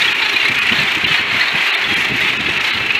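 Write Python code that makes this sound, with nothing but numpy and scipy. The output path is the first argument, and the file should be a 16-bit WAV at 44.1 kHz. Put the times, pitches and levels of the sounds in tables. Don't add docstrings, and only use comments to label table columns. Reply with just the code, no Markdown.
import sys
import numpy as np
from scipy import signal
from scipy.fft import rfft, irfft
from scipy.io import wavfile
from scipy.ndimage import uniform_filter1d, minimum_filter1d

SR = 44100
rng = np.random.default_rng(int(sys.argv[2]) if len(sys.argv) > 2 else 0)


def wav_record(signal):
    frames = np.transpose(np.atleast_2d(signal))
    bounded = np.clip(frames, -1, 1)
    quanta = np.round(bounded * 32767).astype(np.int16)
    wavfile.write(sys.argv[1], SR, quanta)


def ratio(d):
    e = np.asarray(d, float) / 20
    return 10 ** e


N = 131859

PITCH_HZ, ROLL_HZ, ROUGH = 410, 28.87, 0.16
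UPPER_HZ = 3900

# [t/s, effort/dB, nearness of loudest callers/dB]
CROWD = [(0, -16, -17.5), (.1, -17.5, -19), (.17, -17.5, -21.5), (.58, -18, -23), (.78, -16, -21),
         (1.0, -18.5, -23.5), (1.16, -16, -19.5), (1.25, -17.5, -27.5), (1.38, -15, -23),
         (1.52, -16.5, -26), (1.66, -16, -19.5), (1.8, -17, -26.5), (2.0, -17.5, -17), (2.12, -19, -27),
         (2.23, -17, -19.5), (2.4, -19.5, -25), (2.68, -17.5, -20), (2.87, -20.5, -25)]
# [f/Hz, density/dB]
VOICE_SPECTRUM = [(480, -16.5), (940, -8), (1500, -5), (2000, 0), (2600, 0.5), (3300, -8), (4350, -14.5),
                  (5000, -32)]
# [f/Hz, density/dB]
RASP_SPECTRUM = [(2710, 4.5), (4600, 0), (5040, -0.5), (6530, -4), (9560, -14.5), (12600, -13.5),
                 (13700, -16.5), (15500, -28)]
CALLS_DB, WASH_DB, RASP_DB = -3, -2, 5.5


def colony():
    calls, rasp = callers()
    effort, near = ratio(curve(CROWD, 1)), ratio(curve(CROWD, 2))
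    wash = colour(rng.standard_normal(N), VOICE_SPECTRUM)
    body = ratio(WASH_DB) * wash + ratio(CALLS_DB) * colour(calls, VOICE_SPECTRUM)
    hiss = colour(0.5 * rng.standard_normal(N) + 0.27 * rasp, RASP_SPECTRUM)
    crowd = effort * in_step() * (body + ratio(RASP_DB) * near * hiss)
    return crowd + near_birds() + cries() + grit() + murmur()


CALL_S, CALL_SPREAD_DB = 0.22, 2.5
PITCH_SPREAD, ARCH = 0.17, 0.12
ROLL_SPREAD, ROLL_SHARP = 0.17, 2.84
THROAT_LOW_HZ, THROAT_HIGH_HZ, THROAT_WIDTH_HZ, RING_DB = 1800, 4400, 280, 7
BEAK_LOW_HZ, BEAK_HIGH_HZ, BEAK_WIDTH_HZ, BEAK_DB = 4800, 14000, 2000, -8


def callers(count=120):
    body, rasp = np.zeros(N), np.zeros(N)
    u = np.linspace(0, 1, 9700)
    arch = np.sin(np.pi * u ** 0.8)
    for k, chances in enumerate(rng.random((count, 7))):
        when, roll_u, level_u, pitch_u, throat_u, phase, beak_u = chances
        roll_hz = ROLL_HZ * (1 + ROLL_SPREAD * (2 * roll_u - 1))
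        roll = abs(np.sin(np.pi * (roll_hz * u * CALL_S + phase))) ** ROLL_SHARP
        shape = arch * roll * ratio(-CALL_SPREAD_DB * np.log(1 - 0.9 * level_u))
        pitch_hz = PITCH_HZ * (1 + PITCH_SPREAD * (2 * pitch_u - 1))
        drive = voice(pitch_hz * (1 - ARCH + ARCH * arch), ROUGH)
        throat_hz = THROAT_LOW_HZ * (THROAT_HIGH_HZ / THROAT_LOW_HZ) ** throat_u
        throat = ring(drive, throat_hz, THROAT_WIDTH_HZ)
        beak_hz = BEAK_LOW_HZ + (BEAK_HIGH_HZ - BEAK_LOW_HZ) * beak_u
        beak = ring(drive, beak_hz, BEAK_WIDTH_HZ)
        s = (k + when) / count * (N / SR + CALL_S) - CALL_S
        add(body, s, shape * scattered(drive + ratio(RING_DB - 17.5) * throat))
        add(rasp, s, shape ** 4.5 * scattered(drive + ratio(BEAK_DB) * beak))
    return evened(body), evened(rasp)


def near_birds():
    tone, edge = near_throbs()
    tone = tone + pipes()
    soft = signal.butter(4, 4700, fs=SR, output="sos")
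    tone = 0.2 * tone + 0.65 * signal.sosfiltfilt(soft, tone)
    return tone + squeaks() + edge


# [t/s, peak level/dB, throat f/Hz]
THROBS = [(0.043, 3, 2970), (0.191, -6, 2280), (0.2174, -0.5, 2336), (0.2918, 0, 2630), (0.3298, -7, 2570),
          (0.3589, 3.5, 2420), (0.398, 1.5, 2757), (0.4255, -1.5, 2217), (0.4531, 1.5, 2197),
          (0.4815, -3, 1870), (0.5409, -9, 2128), (0.5782, -3, 2686), (0.6172, -0.5, 2460),
          (0.6663, -2, 2680), (0.6872, 1, 2660), (0.7203, 2, 2938), (0.762, -18, 2780), (0.874, -21, 1910),
          (0.9053, -5, 2325), (0.9522, -8.5, 2470), (1.0126, -20, 2180), (1.041, 3, 2770), (1.12, -4, 2370),
          (1.1392, -13, 2440), (1.31, -19, 2050), (1.3429, -10, 2640), (1.4065, 1.5, 2016),
          (1.5489, -11, 2560), (1.5722, -15, 2650), (1.6046, -9, 2176), (1.6646, -25, 2530),
          (1.7453, 1, 2206), (1.7735, -17, 2540), (1.8125, -5, 2296), (1.8377, -20, 3400),
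          (1.8896, -14, 1900), (1.9096, -10, 2224), (2.007, -13, 1890), (2.0439, -5, 3110),
          (2.0847, -13, 2540), (2.146, -10.5, 2890), (2.2039, -3, 1950), (2.264, -20, 2680),
          (2.2917, -6, 2800), (2.3266, -18, 2185), (2.397, -12, 2890), (2.4264, -15, 2130),
          (2.4592, 0.5, 2175), (2.4892, -1, 2640), (2.5302, -3, 2660), (2.56, -10, 2500),
          (2.592, -17, 2450), (2.6438, -1, 2597), (2.6732, -28, 2140), (2.768, -18, 2520),
          (2.798, -10, 2640), (2.831, -10, 1835), (2.8614, -15, 2040), (2.9023, 0, 2510), (2.9483, 3, 2620)]
NEAR_DB, UPPER_DB, EDGE_DB = -8, -9, -33
FALL_S, THROB_HOLD_S = 0.007, 0.0095


def near_throbs():
    out, edge = np.zeros((2, N))
    for s, db, hz in THROBS:
        pitch_hz = hz / round(hz / PITCH_HZ)
        drive = scattered(voice(pitch_hz * np.ones(3400), ROUGH))[400:]
        throat = ring(drive, hz, 71) + 0.64 * ring_twice(drive, 2520, 1060, 1060)
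        tone = throat + ratio(UPPER_DB) * ring_twice(drive, UPPER_HZ, 470, 470)
        add(out, s, ratio(db + NEAR_DB - 8.5) * burst(FALL_S, THROB_HOLD_S) * tone)
        add(edge, s, ratio(2.3 * db) * burst(0.003, 0.004) * evened(drive))
    return out, ratio(EDGE_DB - 26) * colour(edge, RASP_SPECTRUM)


IN_STEP_DB = 2


def in_step():
    beat = np.zeros(N)
    for s, db, hz in THROBS:
        add(beat, s, burst(FALL_S, THROB_HOLD_S))
    return evened(ratio(IN_STEP_DB * np.minimum(beat, 1)))


# [t/s, peak level/dB, f/Hz]
PIPES = [(0.0144, -0.5, 3700), (0.0433, -12, 3770), (0.0747, 0.5, 3334), (0.194, -12, 3720),
         (0.2199, -6, 3810), (0.2907, -21, 3720), (0.3316, -4, 3880), (0.3636, -5, 3430),
         (0.4234, -14, 3920), (0.4509, -6, 4150), (0.5417, -12, 3670), (0.5786, -26, 3850),
         (0.6604, -7, 3280), (0.7213, -10, 3500), (0.7811, -4, 4200), (0.9028, -8, 3840), (1.073, -6, 3550),
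         (1.1079, -14, 3470), (1.1383, -1.5, 3710), (1.2785, -16, 3250), (1.3104, -27, 3230),
         (1.4072, -7.5, 3760), (1.4765, 1, 3697), (1.5718, -6, 3230), (1.7379, -2.5, 3620),
         (1.8377, -3, 3404), (2.166, -9, 3580), (2.2039, -26, 3320), (2.4937, -10, 3280),
         (2.5626, -19, 3250), (2.6993, -6, 3930), (2.9392, -12, 3920)]
# [t/s, peak level/dB, f/Hz]
TOP_PIPES = [
    (1.1423, -26, 4230),
    (1.1694, -2, 4370),
    (1.4074, -3, 4300),
    (1.4344, -6, 4320),
    (1.4735, -7, 4370),
]
PIPE_HOLD_S, PIPE_DB, PIPE_WIDTH_HZ = 0.0082, -16, 50


def pipes():
    out = np.zeros(N)
    for s, db, hz in PIPES + TOP_PIPES:
        pipe = ring_twice(rng.standard_normal(3000), hz, PIPE_WIDTH_HZ, 400)
        add(out, s, ratio(db + PIPE_DB) * burst(0.012, PIPE_HOLD_S) * pipe)
    return out


# [t/s, peak level/dB, f/Hz]
SQUEAKS = [(0.0468, -39, 11600), (0.156, -27, 12900), (0.3311, -24, 13600), (0.3626, -25, 11600),
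           (0.587, -18, 12200), (0.8205, -22, 12100), (1.0665, -27, 12400), (1.1408, -35.5, 12400),
           (1.3733, -26, 12700), (1.5618, -27, 10000), (1.67, -25, 13000), (1.7415, -22, 12600),
           (1.748, -20, 8500), (2.008, -24, 10500), (2.018, -23, 11500), (.666, -23, 9100),
           (1.9385, -19, 10300), (1.9719, -22, 11200), (2.1665, -26, 11900), (2.2029, -22, 12200),
           (2.9597, -26, 12500)]
PUFF_DB = -3


def squeaks():
    out = np.zeros(N)
    for s, db, hz in SQUEAKS:
        puff = ring_twice(rng.standard_normal(3000), hz, 2400, 2400)
        add(out, s, ratio(db + PUFF_DB - 11) * burst(0.0041, 0.0021) * puff)
    return out


# [t/s, length/s, level/dB, pitch f/Hz]
CRIES = [(0, 0.038, -14.5, 438), (.04, 0.096, -17, 432.5), (.21, 0.082, -15, 443), (.4, 0.097, -16, 388.6),
         (.74, 0.095, -16.5, 409.3), (.86, .12, -20.5, 364.7), (1.07, 0.15, -16, 411),
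         (1.39, 0.12, -25, 403), (1.56, .1, -23.5, 394), (1.66, 0.086, -16, 399.5),
         (1.88, 0.108, -19.5, 409.4), (2.0, .07, -22.5, 384.3), (2.2, .12, -18.5, 417),
         (2.66, .13, -17, 417), (2.96, 0.041, -18, 438)]
SAG, CRY_ROUGH, CRY_ROLL = 0.08, 0.1, 0.6


def cries():
    out = np.zeros(N)
    for s, length_s, db, hz in CRIES:
        u = np.linspace(0, 1, round(length_s * SR))
        roll = 1 - CRY_ROLL * np.cos(np.pi * ROLL_HZ * u * length_s) ** 2
        shape = abs(np.sin(np.pi * u)) ** 0.21 * roll
        add(out, s, ratio(db) * shape * scattered(voice(hz * (1 + SAG * (0.5 - u)), CRY_ROUGH)))
    level = np.std(out)
    return level * colour(out + 0.88 * level * ring(out, UPPER_HZ, 1140), VOICE_SPECTRUM)


GRIT_PER_S, GRIT_DB = 680, -44.5


def grit():
    clumps = np.maximum(evened(uniform_filter1d(rng.standard_normal(N), size=1200)), 0) ** 2
    size_db = 6.3 * np.minimum(rng.exponential(1, N), 4)
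    ticks = (rng.random(N) < clumps * GRIT_PER_S / SR) * ratio(size_db)
    return ratio(GRIT_DB) * colour(scattered(ticks), RASP_SPECTRUM)


MURMUR_HZ, MURMUR_DB = 399, -40.5


def murmur():
    return ratio(MURMUR_DB) * ring_twice(rng.standard_normal(N), MURMUR_HZ, 80, 80)


# [t/s, level/dB]
GUSTS = [(0, -36.5), (.3, -45.5), (.52, -38), (.66, -34), (.8, -35), (1.15, -43), (1.35, -31), (1.47, -44),
         (1.6, -39), (1.66, -61), (1.8, -45), (1.88, -33), (2.3, -33.5), (2.45, -31.5), (2.66, -38.5),
         (2.8, -33.5), (2.99, -35.5)]
# [f/Hz, density/dB]
WIND_SPECTRUM = [(12, -57), (20, -31), (32, -31), (67, -2.5), (118, -1.5), (318, -3), (407, -6.5),
                 (520, -21), (680, -13), (1140, -120)]
LUMP_S, LUMP_DB = 0.087, 1.5


def wind():
    slow = uniform_filter1d(rng.standard_normal(N), round(LUMP_S * SR))
    lumps = evened(uniform_filter1d(slow, 600))
    return ratio(curve(GUSTS, 1) + LUMP_DB * lumps) * colour(rng.standard_normal(N), WIND_SPECTRUM)


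# [t/s, peak level/dB, f/Hz]
BUFFETS = [(0.329, -31, 294), (0.484, -24, 211), (0.707, -20.5, 217), (0.778, -20, 189),
           (0.816, -26.5, 162), (0.95, -21, 266), (1.027, -19.5, 118.5), (1.051, -23.5, 324),
           (1.098, -24.5, 107), (1.187, -27.5, 240), (1.28, -37, 127), (1.535, -24.5, 163),
           (1.906, -21.5, 120), (1.957, -24, 256), (2.095, -16, 186), (2.13, -21.5, 212),
           (2.384, -22.5, 108), (2.469, -21, 313), (2.739, -27, 143), (2.794, -25, 135)]
BUFFET_S, BUFFET_DB = 0.024, -5


def buffets():
    out = np.zeros(N)
    t = np.arange(3000) / SR / BUFFET_S
    for s, db, hz in BUFFETS:
        eddy = ring_twice(rng.standard_normal(6000), hz, 90, 350)
        thud = ring_twice(rng.standard_normal(6000), 92, 123, 123)
        settled = (eddy + 0.58 * thud)[3000:]
        add(out, s, ratio(db + BUFFET_DB) * t * np.exp(1 - t ** 2) * settled)
    return out


# [f/Hz, density/dB]
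SURF_SPECTRUM = [(170, -30), (230, -6), (300, -1), (410, 0), (500, -9), (640, -9), (800, -14), (1100, -40)]
SURF_DB = -39


def surf():
    return ratio(SURF_DB) * colour(rng.standard_normal(N), SURF_SPECTRUM)


JITTER, WANDER = 0.13, 1.2


def voice(pitch_hz, rough):
    fast, slow = rng.standard_normal((2, len(pitch_hz)))
    unsteady = JITTER * uniform_filter1d(fast, size=60) + WANDER * uniform_filter1d(slow, size=1500)
    turns = np.cumsum(pitch_hz * (1 + unsteady)) / SR
    pulses = evened(np.diff(np.floor(turns), prepend=0))
    return (1 - rough) * pulses + rough * rng.standard_normal(len(turns))


def ring(x, hz, width_hz):
    r = np.exp(-np.pi * width_hz / SR)
    return evened(signal.lfilter([1, 0, -1], [1, -2 * r * np.cos(2 * np.pi * hz / SR), r * r], x))


def ring_twice(x, hz, first_width_hz, second_width_hz):
    return ring(ring(x, hz, first_width_hz), hz, second_width_hz)


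def burst(fall_s, hold_s):
    t = np.arange(3000) / SR
    return (1 - np.exp(-t / 0.001)) * np.exp(-np.maximum(t - hold_s, 0) / fall_s)


def scattered(x):
    k = np.arange(400)
    echoes = rng.standard_normal(400) * np.exp(-k / 90) + 3 * (k == 0)
    return signal.oaconvolve(x, evened(echoes) / 20)[:len(x)]


def evened(x):
    return x / np.sqrt(np.mean(x ** 2) + 1e-20)


def curve(rows, column):
    rows = np.array(rows)
    return np.interp(np.arange(N) / SR, rows[:, 0], rows[:, column])


def colour(x, points):
    f, db = np.transpose(points)
    hz = np.fft.rfftfreq(N, 1 / SR)
    gain = ratio(np.interp(np.log(hz + 1), np.log(f + 1), db, -90, -90))
    return evened(irfft(rfft(x) * gain, N))


def add(mix, s, sound):
    at = round(s * SR)
    part = mix[max(at, 0):max(at + len(sound), 0)]
    part += sound[max(-at, 0):][:len(part)]


def scene():
    return (colony() + wind() + buffets() + surf())[None]


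# [t/s, depth level/dB]
DROPS = [
    (.139, -22),
    (.603, -12),
    (1.057, -20),
    (1.719, -24),
    (1.762, -26),
    (1.953, -26),
    (2.381, -24),
    (2.593, -22),
    (2.722, -24),
]
DROP_S, KEEP_DB, KEEP_OVER_DB = 0.027, -18, 10


def starve(x):
    size, out = round(DROP_S * SR), x.copy()
    window = np.sin(np.pi * np.arange(size) / size)
    for s, db in DROPS:
        lines = rfft(window * x[round((s - DROP_S / 2) * SR):][:size])
        size_of = abs(lines)
        near_top = ratio(KEEP_DB) * size_of.max()
        above_neighbours = ratio(KEEP_OVER_DB) * uniform_filter1d(size_of, size=40)
        weak = size_of < np.minimum(near_top, above_neighbours)
        add(out, s - DROP_S / 2, (ratio(db) - 1) * window * irfft(lines * weak, size))
    return out


def roll_off(x):
    return signal.sosfilt(signal.butter(12, 15630, fs=SR, output="sos"), x)


MIC_HZ, CEILING = 58.7, 0.86


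def record(dry):
    bass_cut = signal.butter(2, MIC_HZ, "high", fs=SR, output="sos")
    blinked = starve(signal.sosfilt(bass_cut, dry[0]))[None]
    peak = uniform_filter1d(-minimum_filter1d(-abs(blinked), size=200), size=200)
    return roll_off(blinked * np.minimum(CEILING / peak, 1))


dry = scene()
out = record(dry)
wav_record(out)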